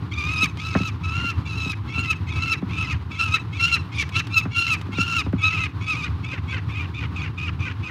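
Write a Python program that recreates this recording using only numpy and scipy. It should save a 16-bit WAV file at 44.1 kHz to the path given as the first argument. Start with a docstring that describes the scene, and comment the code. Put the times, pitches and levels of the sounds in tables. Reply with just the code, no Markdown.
"""Harsh begging wails from a young falcon on the roof of a wooden nest box, on a cliff; one microphone.
Each wail opens as a thin squeal from one side of the syrinx, swells in two pushes as the full voice
catches, and falls into a creak as the membranes slacken; short hoarse squawks end the series.
Its feet thump the box, its talons scratch the boards, and the rock face returns a faint echo.
Far below, a highway rumbles in the valley."""
import sys
import numpy as np
from scipy import signal
from scipy.fft import rfft, irfft, next_fast_len
from scipy.io import wavfile

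SR = 44100
rng = np.random.default_rng(int(sys.argv[2]) if len(sys.argv) > 2 else 0)


def dump(signal):
    """Clip the signal to [-1, 1] and save it as 16-bit WAV at the path in sys.argv[1]."""
    limited = np.clip(np.atleast_2d(signal).T, -1, 1)
    pcm = np.round(limited * 32767).astype(np.int16)
    wavfile.write(sys.argv[1], SR, pcm)


N = 348390
TIME = np.arange(N) / SR

# overtones of either side of the syrinx, against the strong second harmonic: frequency_hz, level_db
OVERTONE_LEVELS = [(3550, -16.5), (4000, -18.5), (5200, -26), (6600, -30.5), (8000, -40.5), (14000, -51.5)]


def falcon(loud_db=-24, yelp_lead_s=.0268, yelp_s=.013, rasp_share=.2, spit_db=-18, spit_hz=6000):
    """The bird: hoarseness trades wail for squeal and rasp; effort lifts overtones; calls end in a yelp."""
    gate, age, left, closing, creaking, caught, effort_db, pitch, rough, bright_db, root_db = gestures()
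    strain = np.clip((effort_db - loud_db) / 6, 0, 1)
    yelp = (1 - creaking) * bump(left - yelp_lead_s, yelp_s)
    bright_db = bright_db - 10 * closing ** 2
    rough = np.clip(rough + .18 * yelp, 0, 1)
    # the second side sounds as the call opens, and cuts in now and then while it is hoarse
    cutting_in = np.clip(wobble(9.7), 0, 1) * rough ** 2
    squeal_share = np.clip(.56 * (1 - caught) + cutting_in, 0, 1)
    pitch = pitch * (1 - .23 * np.exp(-left / .019))  # tension drops at the end
    tilt_db_per_octave = 3.5 * yelp + .07 * (effort_db - loud_db)
    wail = syrinx(pitch, rough, bright_db, tilt_db_per_octave, root_db)
    tone = crossfade(wail, squeal(age, bright_db), squeal_share)
    voiced = crossfade(tone, creak(left), creaking)
    voice = crossfade(voiced, rasp(bright_db + 5 * yelp), rasp_share * rough)
    spit = rms_one(filtered(rng.standard_normal(N), spit_hz, "high"))
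    voice += from_db(spit_db) * strain * yelp * spit  # the loudest yelps spit bright air
    tremble_db = 1.6 * (1.5 - strain / 2) * wobble(95)
    return gate * from_db(effort_db + tremble_db) * voice


def calls():
    """The begging series, one row a call: long wails, then short squawks that share one hoarse voice."""
    # long wails (root is the fundamental): start_s, end_s, squeal_s, pitch_hz, climb_hz, level_db,
    # first_push_db, last_push_db, hoarseness (0-1), bright_db, root_db, creak_s
    wails = [(0.106, .474, 0.065, 1252, 150, -29, -0.5, 13, 0.25, 2, -9, .006),
             (0.571, 0.911, 0.043, 1310, 130, -35.5, 0, 5, 0.39, 6.5, -3.5, 0.012),
             (1.027, 1.335, .01, 1375, 119.5, -32, -3.5, 3, 0.24, 2.5, -3, 0.018),
             (1.447, 1.748, 0.032, 1334, -41, -34, -4, 7, 0.18, 6, -11, 0.019),
             (1.871, 2.15, 0.073, 1344, -1, -31.5, 6.5, 12, 0.25, 0.5, -8.5, 0.017),
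             (2.264, 2.566, 0.096, 1332, 81, -30, -2, 10.5, 0.25, 2, -7.5, .022),
             (2.688, 2.96, 0.083, 1324, -2, -32, 6.5, 4, 0.55, -.5, -8, 0.027),
             (3.1, 3.394, 0.084, 1320, 22, -31, 7, 12, 0.34, 2.5, -5.5, 0.027),
             (3.519, 3.787, 0.078, 1349, 81.5, -27, 7.5, 10, .24, 3.5, -9.5, 0.023),
             (3.915, 4.047, 0.069, 1220, -120, -25.5, -2, 6.5, .5, 3.5, -20.5, 0.017),
             (4.116, 4.22, 0.037, 1370, 259.5, -22, -3, 2.5, 0.49, 2.5, -7, 0.013),
             (4.294, 4.424, 0.037, 1356, 7, -32.5, 7.5, 9.5, 0.09, 4, -11, 0.0082),
             (4.503, 4.77, 0.045, 1363, -38, -26, 6, 8, 0.22, 3, -9, 0.017),
             (4.917, 5.228, 0.06, 1374, -1, -28, 5, 7, 0.26, 5, -4.5, 0.012),
             (5.374, 5.677, 0.045, 1324, 77, -28, 11, 3, 0.38, -2.5, -8, .012),
             (5.803, 6.089, 0.072, 1273, 30, -30.5, 9, 3.5, 0.37, 1, -8, 0.036)]
    # squeals that crack and run down into a creak: start_s, end_s, squeal_s, creak_s, level_db
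    squawks = [(6.227, 6.394, 0.076, 0.064, -35), (6.471, 6.604, .05, 0.077, -33.5),
               (6.685, 6.865, 0.059, 0.037, -34.5), (6.934, 7.069, .035, 0.052, -35),
               (7.147, 7.291, 0.013, 0.047, -34), (7.367, 7.508, 0.011, 0.033, -32),
               (7.588, 7.731, .02, 0.068, -31.5), (7.82, 7.937, 0.018, 0.055, -36)]
    pitch_hz, climb_hz, push_db, hoarseness, bright_db, root_db = 1260, -68.7, 3.5, .504, -4, -11.5
    return np.array(list(wails) + [
        (start, end, squeal_s, pitch_hz, climb_hz, db, push_db, 0, hoarseness, bright_db, root_db, creak_s)
        for start, end, squeal_s, creak_s, db in squawks])


def gestures(attack_s=.019, release_s=.01, catch_s=.009, squeal_db=-37, fade_db_per_s=35,
             arch_hz=30, waver_hz=11):
    """Breath and tension at every sample: each call runs squeal, catch, push, hold, last push, creak."""
    # the voice cracks, hoarse and mostly slack for a moment: time_s, level_drop_db, pitch_drop_hz
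    cracks = [(2.052, 1, 21), (2.86, 4.5, 60), (3.299, 4, 51.5), (3.701, -1, 1), (4.675, 1, 36),
              (5.06, 10, -3), (5.577, -5, 93.5), (5.947, 6, 113), (6.019, 7, 95), (7.2, 2.5, 57),
              (7.415, 4.5, 57), (7.64, 7.5, 72)]
    rows = calls()
    current = np.maximum(np.searchsorted(rows[:, 0], TIME) - 1, 0)
    (start, end, squeal_s, pitch_hz, climb_hz, level_db, first_db, last_db,
     hoarseness, bright_db, root_db, creak_s) = rows[current].T
    age, left = np.clip(TIME - start, 0, end - start), np.clip(end - TIME, 0, end - start)
    gate = np.minimum(np.minimum(age / attack_s, left / release_s), 1)
    closing = np.exp(-np.maximum(left - creak_s / 2, 0) / .013)
    creaking = np.clip(.5 + (creak_s - left) / release_s / 2, 0, 1)
    caught = .5 + .5 * np.tanh((age - squeal_s) / catch_s)
    # one push just after the voice catches, another just before the beak closes
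    push_db = first_db * bump(age - squeal_s - .04, .032) + last_db * bump(left - .045, .019)
    full_db = level_db + push_db - 3.5 * closing  # the air runs out at the end
    opening_db = squeal_db - fade_db_per_s * age
    effort_db = caught * full_db + (1 - caught) * opening_db + 1.15 * wobble(21.6)
    progress = age / (end - start)
    arch = np.sin(np.pi * progress) - 1
    pitch = pitch_hz + climb_hz * (progress - .5) + arch_hz * arch + waver_hz * wobble(8.33)
    # a push clears the voice and thins its fundamental
    rough = np.clip(hoarseness * from_db(-.94 * push_db), .03, 1)
    root_db = root_db - .1 * push_db
    for time_s, drop_db, drop_hz in cracks:
        crack = bump(TIME - time_s, width_s=.016)
        effort_db -= drop_db * crack
        pitch -= drop_hz * crack
        rough = np.minimum(rough + .321 * crack, 1)
    return gate, age, left, closing, creaking, caught, effort_db, pitch, rough, bright_db, root_db


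def syrinx(pitch, rough, bright_db, tilt_db_per_octave, root_db, flutter_hz=340, shimmer_db=5):
    """A harmonic stack led by its second partial; hoarse membranes flutter and split it into sidebands."""
    flutter = np.sin(phase_of(flutter_hz * (1 + .14 * wobble(27.9))))
    shake = rough * (.045 * flutter + .034 * wobble(374))
    wander = .016 * (.5 + rough) * wobble(25.96) + .009 * wobble(75.2)
    phase = phase_of(pitch * (1 + wander + shake))
    tone = np.sin(2 * phase) + from_db(root_db) * np.sin(phase)
    for k in range(3, 12):
        level_db = level_at(k * pitch, OVERTONE_LEVELS) + bright_db + tilt_db_per_octave * np.log2(k / 2)
        tone += from_db(level_db + shimmer_db * wobble(29)) * np.sin(k * phase)
    return np.sqrt(2) * tone * (1 + .5 * rough * flutter)


def squeal(age, bright_db, top_hz=1150, crest_s=.046, droop_s=.1, edge_db=2):
    """The other side of the syrinx: thin, without a fundamental, a small arch that settles lower."""
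    droop = np.tanh(((age - crest_s) / droop_s) ** 2)
    pitch = top_hz * (1 - .066 * droop + .038 * wobble(24.57) + .0102 * wobble(418))
    phase = phase_of(pitch)
    third_db = -6 - 10 * droop + 2.03 * wobble(25)
    tone = np.sin(2 * phase) + from_db(third_db) * np.sin(3 * phase)
    for k in range(4, 9):
        level_db = level_at(k * pitch, OVERTONE_LEVELS) + bright_db / 3 + edge_db + 6 * wobble(36)
        tone += from_db(level_db) * np.sin(k * phase)
    return np.sqrt(2) * tone


def creak(left, slack_hz=530, fall_s=.025, jitter=.033, shimmer_db=4):
    """Slack membranes buzz low and unevenly, and run down as the air stops."""
    # the buzz through the half-closed beak: frequency_hz, level_db
    beak = [(500, -14), (850, -16), (1400, -3), (2700, 0), (3400, -17), (7500, -38)]
    pitch = slack_hz * (1 - .35 * np.exp(-left / fall_s))
    phase = phase_of(pitch * (1 + jitter * wobble(225.6)))
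    buzz = np.zeros(N)
    for k in range(1, 17):
        gain = from_db(level_at(k * pitch, beak) + shimmer_db * wobble(58))
        buzz += gain * np.sin(k * phase + rng.uniform(0, 2 * np.pi))
    return rms_one(buzz)


def rasp(bright_db, split_hz=3300):
    """Turbulent air in uneven puffs, coloured by the throat; an open beak lets out the highs."""
    # resonance of throat and beak: frequency_hz, gain_db
    throat = [(500, -64), (1300, -10), (1750, -9.5), (2300, -2.5), (2700, 7), (3250, -1.5), (4000, -5),
              (6500, -11), (7500, -21.5), (15000, -39.5)]
    air = coloured(rng.standard_normal(N), throat) * from_db(wobble(410))
    dull = filtered(air, split_hz, "low", order=4)
    dull = filtered(dull[::-1], split_hz, "low", order=4)[::-1]  # backwards too, to stay in phase
    return dull + from_db(bright_db) * (air - dull)


def footfalls(knock_hz=1700, knock_db=8, knock_s=.011, dispersion=.2):
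    """Each landing is a short crunch and a blow that rings the box; bending waves carry the highs first."""
    # feet landing on the roof: start_s, thump_db, hardness_db
    landings = [(0.421, -23, -16), (.746, -11.5, -3), (0.796, -17.5, -20), (1.234, -22, -20),
                (1.653, -22, -13), (1.97, -23, -15), (2.618, -17, -17), (4.448, -21.5, -4.5),
                (4.881, -25.5, -31), (4.976, -17, -10), (5.257, -22, -8), (5.325, -13, -15.5)]
    # modes of the box and its arm: frequency_hz, gain_db, t60_s
    box_modes = [(104.5, -5.5, 0.5), (189, 4, 0.06), (254.4, -2.5, 0.078), (351, -21.5, 0.14)]
    blows, crunch = np.zeros((2, N))
    for start_s, thump_db, hardness_db in landings:
        blows[int(start_s * SR)] = from_db(thump_db)
        crunch += from_db(thump_db + hardness_db) * burst(start_s, knock_s)
    body = sum(from_db(db + wobble(5.3)) * ring(blows, hz, t60_s) for hz, db, t60_s in box_modes)
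    knocks = from_db(knock_db) * filtered(crunch * rng.standard_normal(N), knock_hz, "low", order=4)
    wood = filtered(body + knocks, 75, "high", order=4)
    lag_cycles = 2 * dispersion * np.sqrt(np.fft.rfftfreq(N, 1 / SR))
    return irfft(rfft(wood) * np.exp(-2j * np.pi * lag_cycles), N)


def talons(decay_s=.0052, gain_db=-3):
    """Talons catch on the boards in short dry scratches."""
    # scratches on the roof: start_s, level_db
    scratches = [(0.572, -32), (4.091, -29), (4.27, -29), (4.813, -30)]
    envelope = sum(from_db(db + gain_db) * burst(start_s, decay_s) for start_s, db in scratches)
    return envelope * coloured(rng.standard_normal(N), [(600, -5), (3200, -2), (14000, -33)])


def cliff(direct, echo_s=.055, echo_db=-22, scatter_db=-24, t60_s=.35):
    """The direct sound, one echo from the rock face and a short scatter from box and ledges."""
    t = TIME[:SR // 2]
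    tail = rng.standard_normal(len(t)) * from_db(-60 * t / t60_s)
    scatter = signal.fftconvolve(direct, tail / np.linalg.norm(tail))[:N]
    echo = np.interp(TIME - echo_s, TIME, direct, left=0)
    return direct + from_db(echo_db) * echo + from_db(scatter_db) * scatter


def highway(level_db=-28.5, swell_db=2):
    """Engines rumble and tyres hiss far below, swelling a little in the wind."""
    # traffic and air as they reach the cliff: frequency_hz, relative_db
    traffic = [(35, -42), (60, -26), (74, 2), (105, 4.5), (135, -5), (165, -4.5), (200, -15.5), (290, -13),
               (600, -38), (1050, -22), (1800, -34), (4000, -40.5), (7500, -61), (15000, -66)]
    rumble = filtered(coloured(rng.standard_normal(N), traffic), 39, "high")
    return from_db(level_db + swell_db * wobble(12.9)) * rumble


def from_db(db):
    """Decibels to gain."""
    return 10 ** (np.asarray(db) / 20)


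def rms_one(x):
    """Scale to unit power."""
    return x / np.sqrt(np.mean(x ** 2) + 1e-20)


def crossfade(a, b, share):
    """Equal-power mix with the given share of b."""
    return np.sqrt(1 - share) * a + np.sqrt(share) * b


def phase_of(hz):
    """Running phase of a moving pitch, in radians."""
    return 2 * np.pi * np.cumsum(hz) / SR


def level_at(hz, spectrum):
    """Level between (Hz, dB) points."""
    return np.interp(hz, *np.transpose(spectrum))


def coloured(x, spectrum):
    """Shape x by a spectrum of (Hz, dB) points; unit power."""
    size = next_fast_len(N)
    hz, db = np.transpose(spectrum)
    gain = from_db(np.interp(np.log(np.fft.rfftfreq(size, 1 / SR) + 1), np.log(hz), db))
    return rms_one(irfft(rfft(x, size) * gain, size)[:N])


def filtered(x, hz, kind, order=2):
    """Butterworth filter."""
    return signal.sosfilt(signal.butter(order, hz, kind, fs=SR, output="sos"), x + 1e-18)


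def wobble(rate_hz):
    """Random motion up to a rate; spread 1."""
    return rms_one(filtered(rng.standard_normal(N + SR), rate_hz, "low")[SR:])


def ring(x, hz, t60_s):
    """A unit click sets a sine of height 1 ringing."""
    radius, angle = from_db(-60 / (t60_s * SR)), 2 * np.pi * hz / SR
    return signal.lfilter([0, np.sin(angle)], [1, -2 * radius * np.cos(angle), radius ** 2], x + 1e-18)


def bump(t, width_s):
    """A smooth hump of height 1 around t = 0."""
    return np.exp(-(t / width_s) ** 2)


def burst(start_s, decay_s):
    """An envelope that jumps to 1 and dies away."""
    return (TIME > start_s) * np.exp(-np.abs(TIME - start_s) / decay_s)


def scene():
    """Bird, box and valley at one microphone."""
    return (cliff(falcon() + talons()) + footfalls() + highway())[None]


def record(dry, cutoff_hz=15700):
    """The top treble is cut steeply."""
    return signal.sosfilt(signal.ellip(10, .1, 90, cutoff_hz, fs=SR, output="sos"), dry)


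dry = scene()
out = record(dry)
dump(out)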